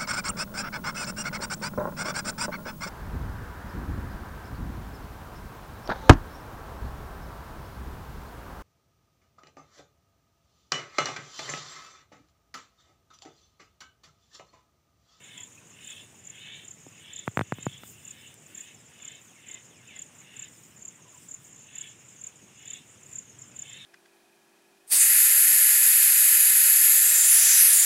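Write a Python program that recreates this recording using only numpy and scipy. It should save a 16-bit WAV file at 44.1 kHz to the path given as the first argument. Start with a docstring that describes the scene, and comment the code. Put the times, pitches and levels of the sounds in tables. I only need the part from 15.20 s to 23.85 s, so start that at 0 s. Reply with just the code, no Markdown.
"""Crickets and a scraped pipe

Outdoors on grass, crickets chirp in threes as gliding near-sines, over a far chorus of scattered strokes,
a buzzing insect of falling pulses and filtered noise for air, low rumble and rustling grass. Friction noise
rings the resonances of a steel pipe scraped in strokes. A few dull knocks close by are snaps and sinking
thumps, ticks are resonant bursts, and a far bird's whistles and faint hoots are sines that fall onto a note."""
import sys
import numpy as np
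from scipy import signal
from scipy.io import wavfile
from scipy.ndimage import uniform_filter1d

SR = 44100
rng = np.random.default_rng(int(sys.argv[2]) if len(sys.argv) > 2 else 0)


def natural_amplitude(level_db):
    """Convert a level in decibels to a linear amplitude factor, elementwise."""
    exponent = np.asarray(level_db, float) / 20
    return 10 ** exponent


def log_audio(samples):
    """Write samples as a 16-bit WAV file to the path given in sys.argv[1]."""
    # one column per channel
    frames = np.atleast_2d(samples).T
    # limit to full scale, then quantise
    limited = np.clip(frames, -1, 1)
    pcm = np.round(limited * 32767).astype(np.int16)
    wavfile.write(sys.argv[1], SR, pcm)


N = 381465  # length in samples

# Steady air. Each row: frequency in Hz, relative density in dB per Hz.
AIR_COLOUR = [(30, -30), (79, -12), (115, -0.5), (300, -3.5), (684, -11), (1500, -12.5), (2750, -10),
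              (3700, -16.5), (4400, -26), (5600, -16.5), (7100, -13), (10800, -29.5), (13400, -27.5),
              (14400, -36), (16000, -42)]
AIR_DB = -58.5  # rms before the bass cut
# Low rumble. Each row: time in seconds, rms before the bass cut in dB.
RUMBLE_LEVEL = [(0, -65), (0.7, -62.5), (2.3, -61.5), (2.46, -52), (2.6, -59), (3.3, -63.5), (4.17, -66),
                (4.41, -63), (7.7, -63.5), (8, -60.5), (8.65, -60.5)]
# One wing stroke, before tuning and stretching.
# Each row: time from its peak in ms, pitch in Hz, height from 0 to 1.
WING_STROKE = [(-6.5, 7400, 0), (-3.5, 7350, 0.32), (-3, 7320, 0.59), (0.5, 7250, 0.96), (2.5, 6980, 0.7),
               (4.8, 6750, 0.6), (6, 6500, 0.14), (9.5, 6150, 0.02)]
# Far crickets, too many to count. Each row: time in seconds, rms in dB.
CHORUS_LEVEL = [(0, -58), (0.8, -60), (1.54, -58), (1.88, -62), (2.1, -58), (2.4, -62), (2.96, -57.5),
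                (3.25, -62), (3.42, -56), (3.64, -60), (5.5, -60), (6.24, -55), (6.7, -59), (6.94, -57),
                (7.3, -60), (8.1, -54.5), (8.43, -58), (8.65, -54)]
# The nearest cricket, three wing strokes a chirp. Each row: time of the last stroke in seconds,
# its peak in dB, time of the opening stroke in seconds, its peak in dB.
NEAR_CHIRPS = [(0.236, -35, 0.1793, -38), (0.705, -35, 0.6471, -40), (1.102, -34, 1.0515, -44),
               (1.5117, -35, 1.4515, -41), (1.9927, -31, 1.936, -35), (2.458, -33.5, 2.4117, -44.5),
               (2.91, -34.5, 2.853, -37.5), (3.4086, -32, 3.351, -35), (3.8809, -33, 3.825, -37.5),
               (4.3444, -33, 4.2882, -37.5), (4.822, -32, 4.7647, -38.5), (5.2254, -31, 5.168, -36.5),
               (5.6833, -32, 5.6257, -37.5), (6.1444, -31, 6.089, -38), (6.6139, -28.5, 6.5574, -33),
               (7.0707, -30.5, 7.0165, -36), (7.5358, -29.5, 7.4793, -34), (7.9877, -28, 7.932, -35),
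               (8.4227, -29.5, 8.3658, -35)]
STROKE_GAP_S, MIDDLE_DB = .0292, -.8  # the middle stroke: its lead on the last, its level relative to it
# Single strokes of neighbouring crickets that stand out. Each row: time in seconds, peak in dB.
NEIGHBOUR_STROKES = [(0.046, -46), (0.274, -45), (0.7236, -45), (0.8188, -47), (1.155, -47), (1.687, -46),
                     (2.3394, -43.5), (2.5797, -44.5), (2.6767, -46), (3.0771, -44.5), (3.265, -45),
                     (3.5487, -45), (3.9191, -41), (3.9543, -44.5), (4.271, -46), (4.6774, -45),
                     (4.9887, -45), (5.0035, -44.5), (5.2453, -39), (5.2845, -45), (5.5772, -46.5),
                     (5.7574, -46.5), (5.949, -45), (5.9797, -44.5), (6.3305, -43), (6.363, -44),
                     (6.3929, -46.5), (6.4712, -44.5), (6.6766, -44.5), (6.6907, -42), (6.7173, -44),
                     (6.888, -45), (7.3914, -47), (7.426, -46), (7.4569, -39.5), (7.5728, -45.5),
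                     (7.8345, -45.5), (7.8645, -43), (7.9152, -44), (8.1909, -41), (8.221, -36),
                     (8.4808, -46), (8.5001, -40.5), (8.5326, -40.5), (8.5721, -44)]
# Scraping strokes on the pipe. Each row: start in seconds, fastest moment in seconds, end in seconds,
# rms when fastest in dB, brightness when fastest in dB per 1500 Hz (upper over lower resonances).
SCRAPES = [(-0.08, 0.17, 0.3, -49, 5), (0.49, 0.72, 0.9, -47.5, 5), (1.03, 1.31, 1.5, -45.5, 4),
           (1.66, 1.97, 2.11, -48.5, 6), (2.17, 2.5, 2.74, -51, 5), (2.6, 3.06, 3.17, -54, 1),
           (3.2, 3.46, 3.58, -53.5, -1), (3.64, 3.92, 4.04, -52, 3), (4.13, 4.35, 4.43, -51.5, 1),
           (4.56, 4.77, 4.87, -53.5, 1), (4.93, 5.23, 5.32, -51.5, -1), (6.4, 6.63, 6.76, -50, 2),
           (7, 7.05, 7.11, -62, -3), (7.3, 7.54, 7.65, -50.5, 5), (7.8, 7.95, 8.01, -64, -10),
           (8.32, 8.59, 8.8, -47.5, 9)]
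EDGE_DB, REST_DB = -23, -75  # level at a stroke's ends relative to its height, level between strokes
RISE_BEND, FALL_BEND = 1.9, 2.3  # exponents that curve a stroke's flanks
DULL_DB = -6  # brightness while the hand is still slow, dB per 1500 Hz
# Air column and wall of the pipe.
# Each row: resonance in Hz, width in Hz, relative level before tilting in dB.
PIPE_MODES = [(1850, 404, -7.5), (2170, 300, -3), (2644, 230, -1), (2930, 320, -5), (3395, 307, -1.5),
              (3800, 270, -16)]
# Hiss of grass and cloth. Each row: frequency in Hz, relative density in dB per Hz.
HISS_COLOUR = [(3500, -30), (4800, -12), (6000, -8), (8200, 3), (9600, -2.5), (10600, -14.5), (13000, -22),
               (16000, -35)]
# Crisper top of the rustling. Each row: frequency in Hz, relative density in dB per Hz.
CRISP_COLOUR = [(6000, -32), (8500, -11), (11500, -9), (13700, -5), (14300, 3), (15600, -2), (16200, -13)]
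# Rustles of grass and cloth. Each row: time of its height in seconds, half length in seconds,
# rms of the hiss near 9 kHz in dB, rms of the crisper top in dB.
RUSTLE_SURGES = [(0.14, .08, -63, -75), (0.36, .05, -68, -78), (0.7, .08, -57, -67), (0.85, .04, -63, -79),
                 (1.17, .05, -70, -77), (1.58, .05, -70, -76), (1.98, .02, -64, -85),
                 (2.07, .015, -62, -68), (2.19, .03, -59, -67), (2.375, .02, -65, -63),
                 (2.5, .06, -63, -70), (2.68, .045, -56, -55), (2.8, .09, -62, -66), (2.91, .03, -60, -72),
                 (3.02, .07, -64, -67), (3.11, .03, -65, -71), (3.3, .03, -64, -67), (3.41, .06, -59, -67),
                 (4.04, .05, -66, -71), (4.21, .02, -66, -76), (4.31, .04, -65, -82), (4.82, .05, -63, -82),
                 (4.99, .05, -67, -73), (5.18, .03, -63, -78), (5.42, .1, -62, -67), (6.03, .05, -57, -66),
                 (6.25, .035, -59, -66), (6.63, .06, -61, -78), (6.82, .02, -70, -74),
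                 (7.06, .03, -63, -85), (7.56, .07, -64, -79), (7.73, .04, -63, -81), (7.93, .05, -59, -78),
                 (8.45, .04, -64, -80), (8.6, .07, -64, -80)]
STIR_HISS_DB, STIR_CRISP_DB = -66, -77.5  # mid levels of grass stirring between the rustles
# Faint low hoots. Each row: start in seconds, length in seconds, nominal first pitch in Hz, level in dB.
HOOT_CALLS = [(0, .04, 990, -70), (.145, .1, 990, -69), (.268, .024, 1030, -66.5), (.41, .04, 1150, -68.5),
              (5.765, .02, 1420, -69), (5.785, .018, 1100, -66.5), (5.85, .04, 1130, -63.5),
              (5.925, .047, 1220, -62.5)]
# Shared fall of the hoots: resting note in Hz, fall in Hz per second, rounding in Hz.
HOOT_FALL = 990, 11000, 40
# Falling whistles of a far bird.
# Each row: start in seconds, length in seconds, nominal first pitch in Hz, level in dB.
WHISTLE_CALLS = [(3.81, .11, 2750, -61), (4.07, .135, 3850, -66), (4.25, .14, 2750, -61),
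                 (4.495, .135, 3900, -65), (4.67, .135, 2900, -57.5)]
# Shared fall of the whistles: resting note in Hz, fall in Hz per second, rounding in Hz.
WHISTLE_FALL = 2060, 19500, 290
# Evenly spaced runs of a lower insect.
# Each row: first buzz in seconds, last buzz in seconds, reference level in dB.
BUZZES = [(0.097, 0.188, -64.5), (0.53, 0.969, -64), (1.489, 1.964, -62), (2.536, 2.995, -64),
          (3.485, 3.97, -64), (4.362, 4.748, -63.5), (5.255, 5.531, -63.5), (5.919, 6.011, -64.5),
          (6.622, 6.913, -63), (7.35, 7.615, -63.5), (8.134, 8.61, -63)]
BUZZ_GAP_S, BUZZ_SPREAD_DB = .093, 1.5  # approximate spacing, standard deviation from buzz to buzz
# Small ticks and chips.
# Each row: time in seconds, peak in dB, resonance in Hz, decay of the burst in ms.
TICK_BURSTS = [(.374, -49.5, 2580, 8.6), (2.0728, -40, 1210, 1.3), (2.207, -38, 1310, 1.5),
               (2.2132, -32, 1620, 1.5), (2.218, -36, 3260, 1.6), (2.6358, -37, 1280, 0.91),
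               (3.1416, -38, 8400, 1.3), (3.1416, -46, 14000, .6), (5.012, -52, 2200, 9.7),
               (5.168, -42, 11000, .5), (2.6348, -42, 3000, .8)]
# Knocks. Each row: time in seconds, snap level in dB, snap width in ms, thump level in dB,
# last pitch of the thump in Hz.
KNOCK_BLOWS = [(1.436, -61.5, .3, -49.5, 150), (1.666, -46, 0.32, -40.5, 248),
               (2.0784, -16.5, 0.15, -21, 105), (2.1732, -11, .14, -18, 101),
               (2.1932, -15, .15, -20.5, 100), (2.2116, -17, 0.15, -19, 101), (2.323, -17, 0.16, -20, 110),
               (2.3854, -42, 0.14, -35, 140), (2.4671, -21, 0.2, -18, 111), (2.635, -38.5, 0.13, -41, 119)]


def evened(x):
    """Normalisation of a signal to rms 1."""
    return x / np.sqrt(np.mean(x ** 2) + 1e-20)


def curve(rows, t):
    """Linear interpolation of a table's columns at times t."""
    s, *columns = np.transpose(rows)
    return [np.interp(t, s, c) for c in columns]


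def add(mix, s, sound):
    """Superposition of a sound on the mix from time s."""
    part = mix[max(round(s * SR), 0):][:len(sound)]
    part += sound[:len(part)]


def drift(size):
    """Twice-averaged noise: slow random variation of rms 1; size in samples."""
    return evened(uniform_filter1d(uniform_filter1d(rng.standard_normal(N), size), size))


def resonate(x, hz, width):
    """Heterodyne resonance of gain 1: shift the pitch curve hz to zero, smooth, and shift back."""
    turn = np.exp(2j * np.pi * np.cumsum(hz * np.ones(len(x))) / SR)
    r = np.exp(-np.pi * width / SR)
    return 2 * (turn * signal.lfilter([1 - r], [1, -r], x / turn)).real


def noise(points, patchy_db):
    """Coloured noise from random short-time spectra, with patches that drift over time and frequency."""
    frames, hz = N // 128 + 5, np.fft.rfftfreq(512, 1 / SR)
    a, b, patches = rng.standard_normal((frames, 257, 3)).T
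    patches = evened(uniform_filter1d(uniform_filter1d(patches, 8, 0), 16, 1))
    f, db = np.transpose(points)
    colour = np.interp(np.log(hz + 1), np.log(f), db)[:, None]
    spectra = (a + 1j * b) * natural_amplitude(colour + patchy_db * patches)
    return evened(signal.istft(spectra, nperseg=512, noverlap=384)[1][:N])


def field(x, t60):
    """Scattering by grass and machinery: sparse echoes of random sign that fall 60 dB in t60 seconds."""
    at = np.arange(100, 8000, 20) + rng.integers(0, 20, 395)
    taps = np.zeros(8020)
    taps[at] = rng.choice([-1., 1.], 395) * natural_amplitude(-60 * at / SR / t60)
    return signal.oaconvolve(x, taps / np.linalg.norm(taps))[:N]


def air():
    """Broadband noise as steady air, and twice-resonated noise as a wavering low rumble."""
    low = resonate(resonate(rng.standard_normal(N), 114, 64), 137, 164)
    rumble = evened(low) * natural_amplitude(curve(RUMBLE_LEVEL, np.arange(N) / SR)[0])
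    steady = natural_amplitude(AIR_DB) * noise(AIR_COLOUR, 1.53) + rumble
    # hardly any deep bass
    return signal.sosfilt(signal.butter(5, 74, "high", fs=SR, output="sos"), steady)


def stroke(tune, slow, lift_hz=0):
    """Frequency glide of one wing stroke: a near-sine swells and falls in pitch, a little uneven."""
    ms = np.arange(WING_STROKE[0][0], WING_STROKE[-1][0], 1000 / SR / slow)
    hz, height = curve(WING_STROKE, ms)
    uneven = 1 + .12 * evened(uniform_filter1d(rng.standard_normal(len(ms)), size=40))
    soft = uniform_filter1d(uniform_filter1d(height * uneven, size=20), size=20)
    turns = np.cumsum(tune * hz + lift_hz) / SR + rng.random()
    return soft * np.sin(2 * np.pi * turns)


def crickets():
    """Superposed wing strokes: near ones one by one, the chorus a dense random scatter blurred by echoes."""
    near, far = np.zeros(N), np.zeros(N)
    strokes = []
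    for s, db, first_s, first_db in NEAR_CHIRPS:
        strokes += [(first_s, first_db), (s - STROKE_GAP_S, db + MIDDLE_DB), (s, db)]
    for s, db in strokes + NEIGHBOUR_STROKES:
        sound = natural_amplitude(db) * stroke(1 + 0.0038 * rng.standard_normal(), 1)
        # a faint copy of the stroke, tuned up and 5.8 kHz higher, its level partly following the stroke
        copy_db = 0.47 * db - 48.5 + 2 * rng.standard_normal()
        sound += natural_amplitude(copy_db) * stroke(1.05, 1, lift_hz=5800)
        add(near, s + WING_STROKE[0][0] / 1000, sound)
    for tune in np.linspace(.93, 1.025, 12):
        heights = natural_amplitude(3.7 * np.minimum(rng.exponential(1, N), 2))
        starts = (rng.random(N) < 5 / SR) * heights  # about 5 strokes a second at each tuning
        far += signal.oaconvolve(starts, stroke(tune, rng.uniform(.8, 1.2)))[:N]
    far = evened(far + .95 * field(far, 0.19)) * natural_amplitude(curve(CHORUS_LEVEL, np.arange(N) / SR)[0])
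    return near + natural_amplitude(-15) * field(near, 0.25) + far


def hand():
    """Speed of the scraping hand: each stroke gathers slowly, brightening, and stops more quickly."""
    t = np.arange(N) / SR
    power, bright = np.full(N, natural_amplitude(REST_DB) ** 2), np.zeros(N)
    for start, top, end, db, bright_db in SCRAPES:
        before = np.maximum(top - t, 0) / (top - start)
        after = np.maximum(t - top, 0) / (end - top)
        part = natural_amplitude(db + EDGE_DB * (before ** RISE_BEND + after ** FALL_BEND)) ** 2
        power = power + part
        bright = bright + part * (bright_db + (DULL_DB - bright_db) * np.minimum(before, 1))
    return np.sqrt(power), bright / power  # level, and brightness weighted by power


def rub():
    """Friction excitation: uneven grains ring the pipe, and faster sliding favours its upper resonances."""
    level, bright_db = hand()
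    grains = rng.standard_normal(N) * natural_amplitude(1.46 * drift(size=100))
    centre_hz = 2900 + 60 * bright_db
    rings = natural_amplitude(-5.5) * evened(resonate(resonate(grains, centre_hz, 550), centre_hz, 800))
    for hz, width, mode_db in PIPE_MODES:
        tilt_db = bright_db * (hz - 2700) / 1500
        share = natural_amplitude(mode_db - 13 + tilt_db + 1.2 * drift(size=1200))
        sliding_hz = hz * (1 + 0.005 * bright_db + 0.025 * drift(size=2500))  # the grip shifts
        ring = evened(resonate(resonate(grains, sliding_hz, width), sliding_hz, 2 * width))
        rings += share * np.sqrt(width / 30) * ring
    rings = signal.sosfilt(signal.butter(5, [1500, 3750], "band", fs=SR, output="sos"), rings)
    # level the running rms so that the hand alone sets the loudness
    return rings / np.sqrt(uniform_filter1d(rings ** 2, size=6000)) * level


def rustle():
    """Modulated noise: bell-shaped surges of hiss and crisp top over grass that stirs unevenly throughout."""
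    t = np.arange(N) / SR
    stir = evened(drift(size=2000) + .9 * drift(size=250))
    hiss = natural_amplitude(STIR_HISS_DB + 1.5 * stir) ** 2
    crisp = natural_amplitude(STIR_CRISP_DB + 2.4 * stir) ** 2
    for s, half, hiss_db, crisp_db in RUSTLE_SURGES:
        bell = np.exp(-((t - s) / half) ** 2)
        hiss = hiss + natural_amplitude(hiss_db) ** 2 * bell
        crisp = crisp + natural_amplitude(crisp_db) ** 2 * bell
    return noise(HISS_COLOUR, 1.9) * np.sqrt(hiss) + noise(CRISP_COLOUR, 1.5) * np.sqrt(crisp)


def birds():
    """Frequency glides of far hoots and whistles: sines fall steadily onto a resting note, with echoes."""
    out = np.zeros(N)
    for calls, (note_hz, fall_hz, round_hz) in ((HOOT_CALLS, HOOT_FALL), (WHISTLE_CALLS, WHISTLE_FALL)):
        for s, length, first_hz, db in calls:
            t = np.arange(0, length, 1 / SR)
            hz = note_hz + round_hz * np.logaddexp(0, (first_hz - note_hz - fall_hz * t) / round_hz)
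            waver_db = 3 * evened(uniform_filter1d(rng.standard_normal(len(t)), size=350))  # moving air
            tone = np.sqrt(2) * np.sin(2 * np.pi * np.cumsum(hz) / SR)
            add(out, s, natural_amplitude(db + waver_db) * tone * signal.windows.tukey(len(t), .3))
    return out + natural_amplitude(-6) * field(out, 0.12)


def buzzes():
    """Pulse trains: each buzz is three falling pulses, each set lower, uneven and half lost in echoes."""
    t, out = np.arange(300) / SR, np.zeros(N)
    for first, last, run_db in BUZZES:
        for s in np.linspace(first, last, round((last - first) / BUZZ_GAP_S) + 1):
            pulse_phase, pulse_level = rng.standard_normal((2, 3))
            buzz_pitch, buzz_level = rng.standard_normal(2)
            db = run_db + BUZZ_SPREAD_DB * buzz_level
            for k in range(3):
                hz = 5600 + 70 * buzz_pitch - 140 * k - 70000 * t
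                pulse = np.hanning(300) * np.sin(2 * np.pi * np.cumsum(hz) / SR + 3 * pulse_phase[k])
                pulse_db = db + 2.5 - 1.9 * k + 1.8 * pulse_level[k]
                add(out, s - .012 + .0125 * k, natural_amplitude(pulse_db) * pulse)
    return out + natural_amplitude(-3.5) * field(out, .08)


def ticks():
    """Impulsive excitation of one resonance: a dying noise burst, filtered twice, is a small tick or chip."""
    out, t = np.zeros(N), np.arange(2000) / SR
    for s, db, hz, ms in TICK_BURSTS:
        ring = rng.standard_normal(len(t)) * np.exp(-t * 1000 / ms)
        ring = resonate(resonate(ring, hz, 0.42 * hz / ms), hz, .8 * hz / ms)
        add(out, s, natural_amplitude(db) * ring / abs(ring).max())
    return out


def knocks():
    """Impact: a sharp to-and-fro snap with a hard crack, then a thump whose pitch sinks as it dies."""
    out, t = np.zeros(N), np.arange(-100, 3500) / SR
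    after = np.maximum(t, 0)
    for s, snap_db, ms, thump_db, hz in KNOCK_BLOWS:
        u = t * 1000 / ms  # time in snap widths
        snap = -u * np.exp(.5 - u ** 2 / 2)
        crack = rng.standard_normal(len(t)) * (t > 0) * np.exp(-after / 0.0012)
        snap += natural_amplitude(-31) * crack
        snap += natural_amplitude(-16) * resonate(crack, 3100, 870) + natural_amplitude(-8.5) * resonate(crack, 1600, 600)
        turns = hz * after + 0.56 * (1 - np.exp(-after / 0.0029))
        onset = 1 / (1 + np.exp(np.clip(.6 - 2.5 * u, -50, 50)))
        thump = -np.cos(2 * np.pi * turns) * np.exp(-after / 0.0078) * onset
        add(out, s + t[0], natural_amplitude(snap_db) * snap + natural_amplitude(thump_db) * thump)
    return out


def scene():
    """Superposition of all sources at one microphone."""
    background = air() + crickets()
    return (background + rub() + rustle() + birds() + buzzes() + ticks() + knocks())[None]


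def roll_off(x):
    """The treble ends steeply here."""
    return signal.sosfilt(signal.butter(12, 16500, fs=SR, output="sos"), x)


def record(dry):
    """Band limiting: the microphone drops the deepest bass and ends below 16 kHz."""
    cut = signal.sosfilt(signal.butter(2, 42, "high", fs=SR, output="sos"), dry)
    treble_cut = signal.firwin(255, 15700, window=("kaiser", 7), fs=SR)
    cut = signal.oaconvolve(cut, treble_cut[None], "same")
    return roll_off(cut)


dry = scene()
out = record(dry)
log_audio(out)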